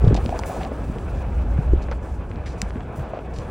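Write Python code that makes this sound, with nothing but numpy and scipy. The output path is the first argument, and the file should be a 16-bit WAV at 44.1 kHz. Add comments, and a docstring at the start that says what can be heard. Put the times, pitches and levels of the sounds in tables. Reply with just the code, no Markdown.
"""Strong wind drums, buffets and roars, slowly easing; a flag rustles, flutters, swishes, flaps and cracks.
The wind blows on a small hand-held microphone near a flagpole: buffeting and roar are flickering noise
bands, drumming is noise in a low resonance, pressure dips are ringing pushes. The cloth is hiss with
crackles, taps on a hollow note, grainy swishes, ringing flaps and short filtered pulses for cracks."""
import sys
import numpy as np
from scipy import signal
from scipy.fft import rfft, irfft
from scipy.io import wavfile
from scipy.ndimage import uniform_filter1d

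SR = 44100
rng = np.random.default_rng(int(sys.argv[2]) if len(sys.argv) > 2 else 0)


def nominal_scale(level):
    """Amplitude ratio for a level in decibels (scalar or array-like)."""
    x = np.asarray(level, float) / 20
    return 10 ** x


def log_audio(samples):
    """Write samples as a 16-bit WAV file to the path given in sys.argv[1]."""
    # one column per channel
    frames = np.atleast_2d(samples).T
    # limit to full scale, then quantise
    limited = np.clip(frames, -1, 1)
    pcm = np.round(limited * 32767).astype(np.int16)
    wavfile.write(sys.argv[1], SR, pcm)


N = 154350  # samples


def rms_one(x):
    """Scale to rms 1."""
    return x / np.sqrt(np.mean(x ** 2) + 1e-20)


def level(rows):
    """Gain over time, linear in dB between (t/s, level/dB) rows."""
    t_s, level_db = np.transpose(rows)
    return nominal_scale(np.interp(np.arange(N) / SR, t_s, level_db))


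def drift(rate_hz):
    """Slow random signal of rms 1: noise through two equal poles at rate_hz, computed at SR / 40."""
    r = np.exp(-80 * np.pi * rate_hz / SR)
    noise = rng.standard_normal(N // 40 + 2002)
    slow = signal.lfilter([1], [1, -2 * r, r * r], noise)[2000:]  # settled part
    return np.interp(np.arange(N) / 40, np.arange(len(slow)), rms_one(slow))


def band(x, low_hz, high_hz, order=2):
    """Butterworth band-pass."""
    edges_hz = [low_hz, min(high_hz, .45 * SR)]
    return signal.sosfilt(signal.butter(order, edges_hz, "band", fs=SR, output="sos"), x)


def broad(x, hz, octaves):
    """Gentle band reaching the given octaves either side of a centre."""
    return band(x, hz / 2 ** octaves, hz * 2 ** octaves, order=1)


def ring(clicks, hz, t60_s):
    """Two-pole resonance: a unit click starts a decaying sine of height 1."""
    r = nominal_scale(-60 / (t60_s * SR))
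    w = 2 * np.pi * hz / SR
    return signal.lfilter([0, np.sin(w)], [1, -2 * r * np.cos(w), r * r], clicks + 1e-18)


def ticks(per_s, spread_db):
    """Random clicks of uneven size and either sign; rms 1."""
    sizes = nominal_scale(spread_db * np.minimum(rng.exponential(1, N), 4)) * rng.choice([-1, 1], N)
    return rms_one(sizes * (rng.random(N) < per_s / SR))


def coloured(sources, colour, shared_db, patchy_db, rate_hz):
    """Fifth-octave bands that flicker together and alone; neighbours come from different sources."""
    f_hz, density_db = np.transpose(colour)
    together = drift(rate_hz)
    edges = f_hz[0] * 2 ** np.arange(0, np.log2(f_hz[-1] / f_hz[0]) + 1 / 5, 1 / 5)
    out = 0
    for k, (low, high) in enumerate(zip(edges, edges[1:])):
        gain_db = np.interp(np.log(low * high) / 2, np.log(f_hz), density_db)
        flicker_db = shared_db * together + patchy_db * drift(rate_hz)
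        out = out + nominal_scale(gain_db + flicker_db) * band(sources[k % 2], low, high)
    return rms_one(out)


def thuds(rows):
    """Soft pushes that swell over half a cycle and ring; rows t/s, peak/dB, f/Hz, t60/s."""
    out = np.zeros(N + SR)
    for t_s, peak_db, hz, t60_s in rows:
        half_cycle = int(SR / hz / 2)
        push = np.zeros(SR // 3)
        push[:half_cycle] = np.hanning(half_cycle)
        thud = ring(push, hz, max(t60_s, .005))
        out[int(t_s * SR):][:len(thud)] += nominal_scale(peak_db) * thud / np.abs(thud).max()
    return out[:N]


def roar():
    """Wind roar: flickering noise bands, made grainy by dense clicks."""
    # roar course: t/s, level/dB
    roar_level = [(0.0, -37.5), (0.13, -30), (0.24, -35.5), (0.52, -34), (0.78, -36.5), (1.48, -38.5),
                  (1.78, -37.5), (2.1, -40.5), (3.5, -38)]
    # roar spectrum: f/Hz, relative density/(dB per Hz)
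    roar_colour = [(190, -31), (330, 0), (374, -2), (456, 0.5), (730, -2), (1130, -9), (1620, -12.5),
                   (1900, -22), (2400, -17.5), (2800, -26), (3300, -28), (5200, -50)]
    grains = ticks(per_s=500, spread_db=4.5)
    grainy = rng.standard_normal((2, N)) + nominal_scale(-4) * grains
    return level(roar_level) * coloured(grainy, roar_colour, shared_db=1.4, patchy_db=1.5, rate_hz=14.0)


def buffeting():
    """Wind buffeting: low noise bands, flickering."""
    # buffeting course: t/s, level/dB
    buffet_level = [(0.0, -20), (0.3, -31.5), (1.81, -31), (1.88, -34.5), (3.5, -35)]
    # buffeting spectrum: f/Hz, relative density/(dB per Hz)
    buffet_colour = [(18, -38), (30, -19.5), (70, -1.5), (195, -9), (377, -15.5), (500, -26), (650, -38),
                     (1100, -120)]
    noise = rng.standard_normal((2, N))
    return level(buffet_level) * coloured(noise, buffet_colour, shared_db=1.3, patchy_db=.8, rate_hz=22.0)


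def drumming():
    """Wind drumming on the microphone: noise twice through one low resonance, swells partly evened out."""
    # drumming course: t/s, level/dB
    drum_level = [(0.0, -23.5), (0.04, -17.5), (0.6, -35), (1.46, -22), (1.57, -17.5), (1.64, -26.5),
                  (1.75, -11.5), (1.8, -24), (2.56, -32), (2.62, -27), (2.97, -40), (3.01, -23),
                  (3.06, -38.5), (3.5, -30.5)]
    drum_hz, pole_width_hz, evenness = 57.1, 30.5, 0.26  # evenness: 0 none, 1 full
    r = np.exp(-np.pi * pole_width_hz / SR)
    poles = [1, -2 * r * np.cos(2 * np.pi * drum_hz / SR), r * r]
    once = signal.lfilter([1], poles, rng.standard_normal(N + SR))
    drum = rms_one(signal.lfilter([1, -1], poles, once)[SR:])
    power = uniform_filter1d(uniform_filter1d(drum ** 2, size=700), size=700)
    swell = np.sqrt(power + .03)
    return level(drum_level) * rms_one(drum / swell ** evenness)


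def pressure_dips():
    """Pressure dips on the microphone: ringing pushes that start downward."""
    # dips: t/s, peak/dB, f/Hz, t60/s
    dips = [(.039, -6, 132, 0.05), (.072, 0.5, 121, 0.04), (.091, -8.5, 125.3, 0.083),
            (.112, -12, 174.7, 0.11), (.127, -6, 269, 0.012), (.262, -16.5, 252, 0.028),
            (.716, -24, 277, 0.083), (.897, -14, 192, 0.017), (1.587, -5, 136, 0.031),
            (1.729, -9, 72.5, 0.042), (1.734, -7, 356, 0.023), (2.626, -19, 193.5, 0.061),
            (2.757, -19, 244, 0.041), (2.985, -20.5, 134.6, 0.13), (3.385, -20.5, 111, 0.086)]
    return -thuds(dips)


def rustle():
    """Cloth rustle: flickering hiss with random small crackles common to all bands."""
    # rustle course: t/s, level/dB
    rustle_level = [(0.0, -57), (0.54, -49), (0.71, -56), (2.44, -66), (2.65, -62.5), (3.21, -66),
                    (3.5, -60)]
    # rustle spectrum: f/Hz, relative density/(dB per Hz)
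    rustle_colour = [(1200, -30), (2200, -2), (3500, -4), (5000, -4), (7000, -3), (10000, -2), (13000, -14),
                     (16000, -6)]
    crackles = ticks(per_s=150, spread_db=4.5)
    sources = rng.standard_normal((2, N)) + nominal_scale(-8) * crackles
    return level(rustle_level) * coloured(sources, rustle_colour, shared_db=1.9, patchy_db=1.3, rate_hz=18.0)


def flutter():
    """Taut cloth: dense uneven taps, half on a hollow note, half scattered on pitches around it."""
    # flutter course: t/s, level/dB
    flutter_level = [(0.28, -67), (0.315, -27), (0.375, -37), (0.41, -41.5), (0.49, -32.5), (0.555, -38.5),
                     (0.6, -36.5), (0.69, -35), (0.74, -76)]
    note_hz, width_hz = 730, 95.0
    taps = ticks(per_s=450, spread_db=6.0)
    t60_s = np.log(1000) / (np.pi * width_hz)
    pitches_hz = note_hz * np.array([1, 1, 1, .82, .92, 1.12])
    dealt = rng.integers(len(pitches_hz), size=N)  # pitch of each tap
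    out = 0
    for k, hz in enumerate(pitches_hz):
        out = out + ring(ring(taps * (dealt == k), hz, t60_s), hz, t60_s / 2)
    return level(flutter_level) * rms_one(out)


def swishes():
    """Cloth swishes: grainy band of hiss that sets in quickly and fades over its length."""
    # swishes: t/s, length to 1/e/s, noise rms before shaping/dB, f/Hz
    swish_rows = [(0.045, 0.009, -44, 2800), (0.075, 0.011, -42, 2770), (0.147, 0.0084, -38, 3830),
                  (0.162, 0.017, -35, 2730), (0.393, 0.007, -41, 6030), (0.457, 0.064, -42.5, 9750),
                  (0.604, 0.041, -41.5, 1540), (1.156, 0.037, -58.5, 4970), (1.818, 0.027, -52, 4370),
                  (1.913, 0.022, -30.5, 705), (2.022, 0.17, -60, 7230), (2.292, 0.026, -62, 5970),
                  (2.458, 0.028, -41, 2020), (2.459, 0.08, -51, 4800), (2.577, 0.089, -56.5, 5960),
                  (2.623, 0.044, -45, 910), (2.955, 0.075, -53, 9600), (2.99, 0.11, -38, 660),
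                  (3.135, 0.068, -40.5, 697), (3.36, 0.011, -43.5, 2670), (3.334, 0.1, -54, 5100)]
    rise_s = 0.0022
    out, t = np.zeros(N + SR), np.arange(SR // 5) / SR
    for t_s, length_s, rms_db, hz in swish_rows:
        grain_db = 2.6 * np.repeat(rng.standard_normal(len(t) // 20), 20)
        grain = rng.standard_normal(len(t)) * nominal_scale(grain_db)
        hiss = rms_one(broad(broad(grain, hz, octaves=.7), hz, octaves=.9))
        shape = np.minimum(t / rise_s, 1) * np.exp(-(t / length_s) ** 2.85)
        out[int(t_s * SR):][:len(t)] += nominal_scale(rms_db) * shape * hiss
    return out[:N]


def flaps():
    """Dull cloth flaps: soft pushes, each ringing for the same number of cycles."""
    # flaps: t/s, peak/dB, f/Hz
    flap_rows = [(0.041, -14, 430), (0.066, -13, 450), (0.109, -11, 436), (0.151, -15, 780),
                 (0.176, -17, 750), (0.252, -21, 520), (0.292, -17, 760), (0.343, -25, 740),
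                 (0.393, -17.5, 900), (0.53, -23, 730), (0.718, -19, 545), (1.889, -25, 580),
                 (1.913, -21.5, 528), (2.979, -24, 620), (3.135, -16.5, 670), (3.172, -20.5, 610),
                 (3.19, -25.5, 567)]
    t60_cycles = 12.8
    return thuds([(t_s, peak_db, hz, t60_cycles / hz) for t_s, peak_db, hz in flap_rows])


def cracks():
    """Cloth cracks: sharp pulse, short noise puff and fainter tail, full below the colour, steep above."""
    # cracks: t/s, peak/dB, colour f/Hz
    crack_rows = [(0.1448, -15, 4050), (0.165, -28, 5030), (0.219, -36, 2300), (0.261, -20, 2800),
                  (0.293, -27, 3520), (0.305, -34, 5000), (0.391, -19.5, 6470), (0.436, -15, 1390),
                  (0.627, -46, 1800), (0.633, -21, 1770), (0.65, -25.5, 2170), (0.985, -27.5, 2400),
                  (1.175, -39, 4500), (1.732, -35, 6000), (1.886, -26, 1500), (1.914, -26, 3670),
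                  (2.315, -27.5, 1900), (2.359, -31.5, 2700), (2.464, -30.5, 1900), (2.6176, -8.5, 6640),
                  (2.699, -38, 4500), (2.706, -25, 1600), (2.757, -30, 1000), (2.807, -25, 1480),
                  (3.134, -37, 1930), (3.191, -31, 2000), (3.387, -25, 6300)]
    puff_t60_s, tail_db, tail_t60_s = 0.0035, -29, 0.038
    out, t = np.zeros(N + SR), np.arange(SR // 10) / SR
    for t_s, peak_db, hz in crack_rows:
        decay = .4 * nominal_scale(-60 * t / puff_t60_s) + nominal_scale(tail_db - 60 * t / tail_t60_s)
        crack = rng.standard_normal(len(t)) * decay
        crack[0] += 2  # the pulse
        low_pass = signal.butter(3, min(1.4 * hz, .45 * SR), fs=SR, output="sos")
        high_pass = signal.butter(1, hz / 8, "high", fs=SR, output="sos")
        crack = signal.sosfilt(np.vstack([low_pass, high_pass]), crack)
        out[int(t_s * SR):][:len(t)] += nominal_scale(peak_db) * crack / np.abs(crack).max()
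    return out[:N]


def flag_in_stereo(flag):
    """Flag reaches the left port slightly later; below alike_below_hz both channels carry it alike; treble
    partly unalike."""
    lag_s, alike_below_hz = 6.6e-5, 4300
    f_hz = np.fft.rfftfreq(N, 1 / SR)
    turn = np.pi * lag_s * np.maximum(f_hz - alike_below_hz, 0)  # half the lag each way
    pair = np.array([irfft(rfft(flag) * np.exp(1j * way * turn), N) for way in (-1, 1)])
    delayed = np.array([np.roll(flag, 40), np.roll(flag, 97)])
    return pair + nominal_scale(-18) * band(delayed, 6200, 15000)


def side_signal(low, air, flag, snaps):
    """Left-minus-right part: delayed wind for width, undelayed wind and flag for a lean to the left."""
    width_db, lean_db = -32, -16
    apart = np.roll(air, N // 50) * nominal_scale(width_db) + (air + flag) * nominal_scale(lean_db)
    side = band(apart, 424, 1670)
    side = signal.sosfilt(signal.cheby2(6, 40, 1700, fs=SR, output="sos"), side)
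    return side + nominal_scale(-36) * np.roll(low + air, 900) + nominal_scale(-19) * snaps


def scene():
    """Wind nearly alike left and right; the flag's treble comes later on the left."""
    air = buffeting() + roar()
    low = drumming() + pressure_dips()
    snaps = cracks()
    flag = rustle() + flutter() + swishes() + flaps() + snaps
    side = side_signal(low, air, flag, snaps)
    return low + air + flag_in_stereo(flag) + side * [[1], [-1]]


def top_cut(x):
    """Nothing passes above the cut-off."""
    return signal.sosfilt(signal.butter(12, 16920, fs=SR, output="sos"), x)


def record(dry):
    """Peaks are rounded, then the top is cut steeply."""
    rounded = 1.5 * np.tanh(dry / 1.5)
    below_cut = np.fft.rfftfreq(N, 1 / SR) < 15850  # Hz
    mix = irfft(rfft(rounded) * below_cut, N)
    return top_cut(mix)


dry = scene()
out = record(dry)
log_audio(out)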